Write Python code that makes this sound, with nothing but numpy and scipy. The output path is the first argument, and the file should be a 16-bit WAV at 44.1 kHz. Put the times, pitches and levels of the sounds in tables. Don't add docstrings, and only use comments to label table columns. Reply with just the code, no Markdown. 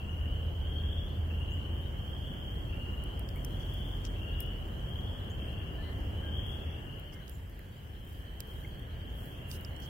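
import sys
import numpy as np
from scipy import signal
from scipy.io import wavfile
from scipy.ndimage import uniform_filter1d

SR = 44100
rng = np.random.default_rng(int(sys.argv[2]) if len(sys.argv) > 2 else 0)


def field_ratio(decibels):
    return 10 ** (np.asarray(decibels, dtype=float) / 20)


def digitize_waveform(pressure):
    field = np.atleast_2d(pressure).T
    bounded = np.clip(field, -1, 1)
    quanta = np.round(bounded * 32767).astype(np.int16)
    wavfile.write(sys.argv[1], SR, quanta)


N = 436130


def evened(x):
    return x / np.sqrt(np.mean(x ** 2) + 1e-20)


def read(points, hz):
    f, value = np.transpose(points)
    return np.interp(np.log(hz + 1), np.log(f + 1), value)


def sides(pan_db):
    return field_ratio(np.array([pan_db / 2, -pan_db / 2]))


def add(mix, s, sound):
    part = mix[:, round(s * SR):][:, :sound.shape[1]]
    part += sound[:, :part.shape[1]]


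def turned(t, pair):
    turn_s, takes_s = 7.0, 0.23
    return np.interp(t, [turn_s - takes_s / 2, turn_s + takes_s / 2], pair)


def spot_level_db(t):
    # t/s, level/dB
    spot = [
        (0, -0.5),
        (6.0, 0.5),
        (6.5, 1.5),
        (7.1, -5),
        (7.45, -8.5),
        (8.1, -7.5),
        (8.5, -5),
        (9.2, -3.5),
        (9.89, -2),
    ]
    s, db = np.transpose(spot)
    return np.interp(t, s, db)


def noise(shape, patchy_db, size=1024):
    # f/Hz, left-right likeness/1
    likeness = [(60, 0.95), (130, 0.97), (290, 0.76), (640, 0.28), (1410, -0.44), (3100, 0.64),
                (6820, -0.13), (15000, 0.0053)]
    frames = 4 * N // size + 5
    hz = np.fft.rfftfreq(size, 1 / SR)
    hz = hz[hz < shape[-1][0]]
    a, b, c, d, patches = rng.standard_normal((frames, len(hz), 5)).T
    patches = uniform_filter1d(patches, size=10, axis=0)
    patches = evened(uniform_filter1d(patches, size=12, axis=1))
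    same = np.clip(read(likeness, hz), -1, 1)[:, None]
    left = a + 1j * b
    right = same * left + np.sqrt(1 - same ** 2) * (c + 1j * d)
    z = np.zeros((2, size // 2 + 1, frames), complex)
    z[:, :len(hz)] = [left, right]
    z[:, :len(hz)] *= field_ratio(read(shape, hz)[:, None] + patchy_db * patches)
    return evened(signal.istft(z, nperseg=size, noverlap=3 * size // 4)[1][:, :N])


def trees(x, t60_s, wet_db):
    t = np.arange(SR // 3) / SR
    signs = rng.choice([-1., 1.], (2, len(t)))
    hits = rng.random((2, len(t))) < .05
    taps = signs * hits * field_ratio(-60 * t / t60_s)
    taps *= field_ratio(wet_db) / np.linalg.norm(taps, axis=1, keepdims=True)
    taps[:, 0] = 1
    return signal.fftconvolve(x, taps, axes=1)


def trill(t, hz, count):
    pulses_per_s, ring_s, spread, half_db = 30, .0021, .022, -17
    out = np.zeros((2, len(t)))
    draws = rng.random((count, 4))
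    draws[:, 0] -= draws[:, 0].mean() - .5
    for tune, pace, start, lag in draws:
        rate = pulses_per_s * (.7 + .6 * pace)
        pulses = rate * (t - t[0]) + start
        per_pulse = rng.standard_normal((int(pulses[-1]) + 1, 2))
        strength, detune = per_pulse[pulses.astype(int)].T
        beat_s = pulses % 1 / rate
        phase = 2 * np.pi * beat_s * hz * (1 + spread * (2 * tune - 1) + 0.012 * detune)
        burst = field_ratio(2.2 * strength) * beat_s * np.exp(-beat_s / ring_s)
        voice = burst * (np.sin(phase) + field_ratio(half_db) * np.sin(phase / 2))
        out += [voice, np.roll(voice, round(40 * lag - 20))]
    return evened(out)


def near_frogs():
    # t/s, length/s, starting pitch f/Hz, level/dB, left-right/dB
    trills = [(-.06, 0.71, 2670, -50, 3), (.53, 0.67, 2947, -48, 3.5), (1.271, 0.68, 2682, -50, 4),
              (1.919, 0.53, 2910, -52, -1.5), (2.199, 0.56, 2843, -52, 4.5), (2.66, 0.62, 2658, -50, 2),
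              (3.349, 0.66, 2952, -52, 2), (3.621, 0.61, 2856, -51.5, 4), (4.132, 0.61, 2625, -49, 3),
              (4.15, 0.41, 2960, -54.5, 2), (4.749, 0.57, 2934, -50.5, 3), (5.179, 0.53, 2880, -53.5, 4.5),
              (5.36, .7, 2645, -54.5, 8), (6.001, 0.31, 2690, -52.5, 4), (6.15, 0.45, 2918, -48.5, 7),
              (6.3, 0.51, 2975, -54.5, 3.5), (6.552, 0.78, 2610, -56.5, 4.5), (6.701, 0.65, 2820, -58, 3.5),
              (7.7, 0.56, 2840, -63.5, 6), (8.1, 0.89, 2873, -58.5, 1.5), (8.881, 0.67, 2900, -59, 3),
              (9.3, 0.59, 2605, -56.5, -3), (9.719, 0.52, 2980, -52.5, -2)]
    climb, climb_bend = .15, .55
    loudest_at, start_db, end_db = .42, -7, -13
    lead_s = 1
    out = np.zeros((2, N + lead_s * SR))
    for s, length, hz, db, pan_db in trills:
        t = np.arange(0, length, 1 / SR)
        u = t / length
        rise_db = start_db * (1 - u / loudest_at) ** 2
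        sink_db = end_db * ((u - loudest_at) / (1 - loudest_at)) ** 2
        swell_db = np.where(u < loudest_at, rise_db, sink_db)
        call = trill(t, hz * (1 + climb * u ** climb_bend), count=6)
        call = call * field_ratio(db + swell_db) * signal.windows.tukey(len(t), .12)
        add(out, s + lead_s, trees(call * sides(pan_db)[:, None], t60_s=.24, wet_db=2.2) * field_ratio(-4.3))
    return out[:, lead_s * SR:]


def far_frogs():
    chorus_db, follow = -55.5, 1.23
    lead_s = 1
    out = np.zeros((2, N + lead_s * SR))
    t = np.arange(0, .7, 1 / SR)
    for size, *starts in rng.random((12, 50)):
        hz = (2650 + 380 * size) * (1 + 0.15 * t)
        call = trees(trill(t, hz, count=1) * np.hanning(len(t)), t60_s=0.66, wet_db=21.0)
        for s in starts:
            add(out, s * (N / SR + lead_s), call)
    return evened(out[:, lead_s * SR:]) * field_ratio(chorus_db + follow * spot_level_db(np.arange(N) / SR))


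def leaves():
    # t/s, fall/s, level/dB
    stirs = [(1.78, 0.13, -78), (2.3, 0.94, -75), (3.4, .2, -73), (3.66, 0.43, -68.5), (4.13, 0.072, -79),
             (4.7, 1, -75.5), (6.0, 0.34, -74), (6.5, 0.093, -69), (7.3, 0.056, -66), (8.11, 0.09, -66),
             (8.53, 0.15, -67), (9.2, 0.13, -65), (9.56, 0.14, -67), (9.83, 0.11, -66.5)]
    # f/Hz, level/dB per Hz
    hiss = [(1500, -33), (2400, 3), (3700, 0.5), (5000, -4), (6200, -6), (8000, -5.5), (10000, -11.5),
            (12000, -4), (15500, -4.5), (16500, -12)]
    calm_db, dull_db, pan_db = (-74, -75), (-8, -16), (7.5, -11.5)
    rise_share = .4
    t = np.arange(N) / SR
    power = field_ratio(turned(t, calm_db)) ** 2
    for s, fall_s, db in stirs:
        width_s = np.where(t < s, rise_share * fall_s, fall_s)
        power += field_ratio(db) ** 2 * np.exp(-((t - s) / width_s) ** 2)
    strength = field_ratio(2.1 * np.minimum(rng.exponential(1, (2, 1, N)), 4))
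    hits = rng.random((2, 1, N)) < .12
    grains = rng.standard_normal((2, 2, N)) * strength * hits
    high = signal.butter(2, 11500, "high", fs=SR, output="sos")
    mid = signal.butter(2, [4200, 8500], "band", fs=SR, output="sos")
    bright = evened(signal.sosfilt(high, grains[0]))
    dull = evened(signal.sosfilt(mid, grains[1]))
    rustle = (bright + dull * field_ratio(turned(t, dull_db))) * np.sqrt(power) * field_ratio(3.5)
    return rustle * sides(turned(t, pan_db)) + noise(hiss, patchy_db=3.0) * field_ratio(-67)


def snaps():
    # t/s, peak level/dB, ring f/Hz, top level/dB
    ticks = [(3.038, -58, 14760, 8), (3.194, -33.5, 10800, -15), (3.3593, -50, 12600, -6),
             (3.5054, -50, 13300, -14), (3.7384, -39, 14900, -14.5), (4.4047, -29.5, 13100, -9),
             (4.4623, -45, 14700, -16), (4.6788, -49, 14540, -13), (4.8908, -53, 14900, -11),
             (6.466, -47, 14700, -11), (6.996, -53, 13600, 0), (7.2952, -39.5, 9140, -8),
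             (7.4964, -53, 11700, -10), (7.592, -48, 15400, -9), (8.0486, -49, 15000, -13),
             (8.4043, -32, 8800, -9.5), (8.6757, -53, 13500, -7), (8.7954, -48, 15400, -11),
             (9.257, -47, 15200, -8), (9.6101, -53, 14200, -2)]
    # t/s, peak level/dB, ring f/Hz, top level/dB, low level/dB
    twigs = [
        (3.2894, -42, 4820, -10.5, -13),
        (3.4476, -31.5, 5850, -10, -23),
        (4.0516, -33.5, 5630, -23, -17.5),
        (7.2794, -49, 4900, -14, -11),
        (8.4041, -37.5, 5110, -14, -11.5),
        (9.5143, -35.5, 4860, -12, -13),
        (9.6485, -30.5, 5170, -29, -25.5),
        (9.7635, -50, 5680, -17, -9),
        (9.8016, -50, 5800, -6, -20),
    ]
    tick_body_db = -12
    pan_db = (6, -7.5)
    out = np.zeros((2, N))
    t = np.arange(1500) / SR
    low = signal.butter(2, [2200, 9000], "band", fs=SR, output="sos")
    top = signal.butter(2, 9000, "high", fs=SR, output="sos")
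    rows = list(twigs) + [(*tick, tick[3] + tick_body_db) for tick in ticks]
    swell = t / 0.00046 * np.exp(-t / 0.00055)
    for s, db, hz, top_db, low_db in rows:
        crack = rng.standard_normal(len(t)) * (swell + .08 * np.exp(-t / .005))
        crack[12] += .9
        snap = 0.7 * np.sin(2 * np.pi * hz * t) * swell
        snap += field_ratio(low_db + 18.0) * signal.sosfilt(low, crack)
        snap += field_ratio(top_db + 13.5) * signal.sosfilt(top, crack)
        for side, gain in enumerate(sides(turned(s, pan_db))):
            late_s = .0004 * (gain < 1)
            add(out[side:side + 1], s + late_s, field_ratio(db + 3.0) * gain * snap[None])
    return out


def scuffs():
    # t/s, length/s, centre f/Hz, width/Hz, level/dB
    scrapes = [(3.348, 0.044, 13000, 5000, -63), (3.586, 0.062, 5470, 2500, -68),
               (4.034, 0.05, 4930, 3000, -56.5), (4.392, 0.054, 12900, 6060, -57.5),
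               (5.771, 0.19, 4050, 500, -65), (7.116, 0.037, 5270, 1200, -65),
               (7.126, .03, 10000, 8000, -63), (7.299, 0.091, 7200, 500, -67),
               (9.487, 0.1, 5230, 3000, -58), (9.465, 0.13, 12100, 7000, -54.5),
               (9.807, 0.065, 5500, 2500, -60.5)]
    pan_db = (6, -3)
    out = np.zeros((2, N))
    for s, length, hz, width, db in scrapes:
        edges_hz = [hz - width / 2, min(hz + width / 2, 15800)]
        band = signal.butter(2, edges_hz, "band", fs=SR, output="sos")
        z = evened(signal.sosfilt(band, rng.standard_normal((2, SR // 4))))[:, :round(length * SR)]
        z = z * signal.windows.tukey(z.shape[1], .7)
        add(out, s, field_ratio(db) * z * sides(turned(s, pan_db))[:, None])
    return out


def birds_and_drips():
    # t/s, length/s, from f/Hz, to f/Hz, level/dB
    whistles = [(1.363, .1, 8800, 8870, -75), (1.494, 0.059, 5900, 8160, -66), (2.698, .1, 2450, 2270, -67),
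                (3.355, 0.024, 2080, 2350, -51.5), (5.293, 0.038, 5960, 7900, -63),
                (5.418, 0.14, 8800, 8900, -74), (5.77, .07, 1720, 1790, -56), (5.81, .12, 2010, 2050, -59),
                (5.86, .08, 1790, 1830, -61), (6.21, .1, 1640, 1590, -56), (7.12, .07, 2150, 2100, -61),
                (7.18, .03, 2000, 1880, -59), (7.2, .04, 1700, 1450, -58), (7.593, 0.0035, 2320, 1700, -48),
                (8.646, .009, 2170, 2100, -44)]
    pan_db = 4
    out = np.zeros((2, N))
    for s, length, from_hz, to_hz, db in whistles:
        hz = np.linspace(from_hz, to_hz, round(length * SR))
        note = np.sin(2 * np.pi * np.cumsum(hz) / SR) * signal.windows.tukey(len(hz), .6)
        note *= 1 + .25 * evened(uniform_filter1d(rng.standard_normal(len(hz)), size=150))
        wet_db = min(-14 + 200 * length, -3)
        add(out, s, trees(field_ratio(db) * note * sides(pan_db)[:, None], t60_s=0.55, wet_db=wet_db))
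    return out


def road():
    # f/Hz, level/dB per Hz
    rumble = [(12, -30), (20, -30), (38, 0.5), (76, 1.5), (89, 1.5), (200, -18.5), (260, -53), (440, -120)]
    wash = [(71, -22), (120, -7.5), (193, -9.5), (561, -17), (864, -23), (1400, -27.5), (1820, -63),
            (3080, -120)]
    murmur = [(710, -41), (1200, -14), (1650, -0.5), (2370, -12), (2500, -13), (3250, -7), (5500, -120)]
    t = np.arange(N) / SR
    spot_db = spot_level_db(t)
    out = noise(rumble, patchy_db=1.0, size=4096) * field_ratio(-36.5 - 0.39 * t + 0.63 * spot_db)
    out += noise(wash, patchy_db=0.77) * field_ratio(-46 + .99 * spot_db)
    out += noise(murmur, patchy_db=1.5) * field_ratio(-60.5 + 0.35 * t + 0.47 * spot_db)
    return out


def engines():
    # t/s, length/s, from f/Hz, to f/Hz, level/dB
    drones = [
        (-.4, 2.55, 80.1, 80.1, -36),
        (-.4, 2.5, 46.3, 47.5, -43.5),
        (3.0, 1.6, 47, 46, -39),
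        (5.7, 1.1, 70.4, 79, -41),
        (8.6, 1.1, 127, 129, -52),
    ]
    t = np.arange(N) / SR
    out = np.zeros(N)
    for s, length, from_hz, to_hz, db in drones:
        u = np.clip((t - s) / length, 0, 1)
        hz = from_hz + (to_hz - from_hz) * u
        tone = np.sin(2 * np.pi * np.cumsum(hz) / SR)
        out += np.sqrt(2) * field_ratio(db) * np.sin(np.pi * u) ** 0.8 * tone
    return out


def scene():
    frogs = near_frogs() + far_frogs()
    near = leaves() + snaps() + scuffs()
    return frogs + near + birds_and_drips() + road() + engines()


def masked(x):
    below_db, slope_db_per_band, dip_db = 10, 3.4, 2.3
    z = signal.stft(x, nperseg=2048, noverlap=1024)[2]
    power = abs(z[:, :1024].reshape(2, 128, 8, -1)) ** 2
    level_db = 10 * np.log10(power.mean((0, 2)) + 1e-20)
    band = np.arange(128)[:, None]
    spread_db = [level_db[k] - slope_db_per_band * (band - k) for k in range(18, 21)]
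    under_mask = level_db < np.max(spread_db, 0) - below_db
    in_dip = level_db < uniform_filter1d(level_db, size=7, axis=0) - dip_db
    lost = (under_mask | in_dip) & (band > 20) & (band < 66)
    lost = lost | (band > 91)
    z[:, :1024] *= np.repeat(~lost, 8, axis=0)
    return signal.istft(z, nperseg=2048, noverlap=1024)[1][:, :N]


def roll_off(x):
    return signal.sosfilt(signal.butter(12, 16780, fs=SR, output="sos"), x)


def record(dry):
    mix = masked(dry)
    return roll_off(mix)


dry = scene()
out = record(dry)
digitize_waveform(out)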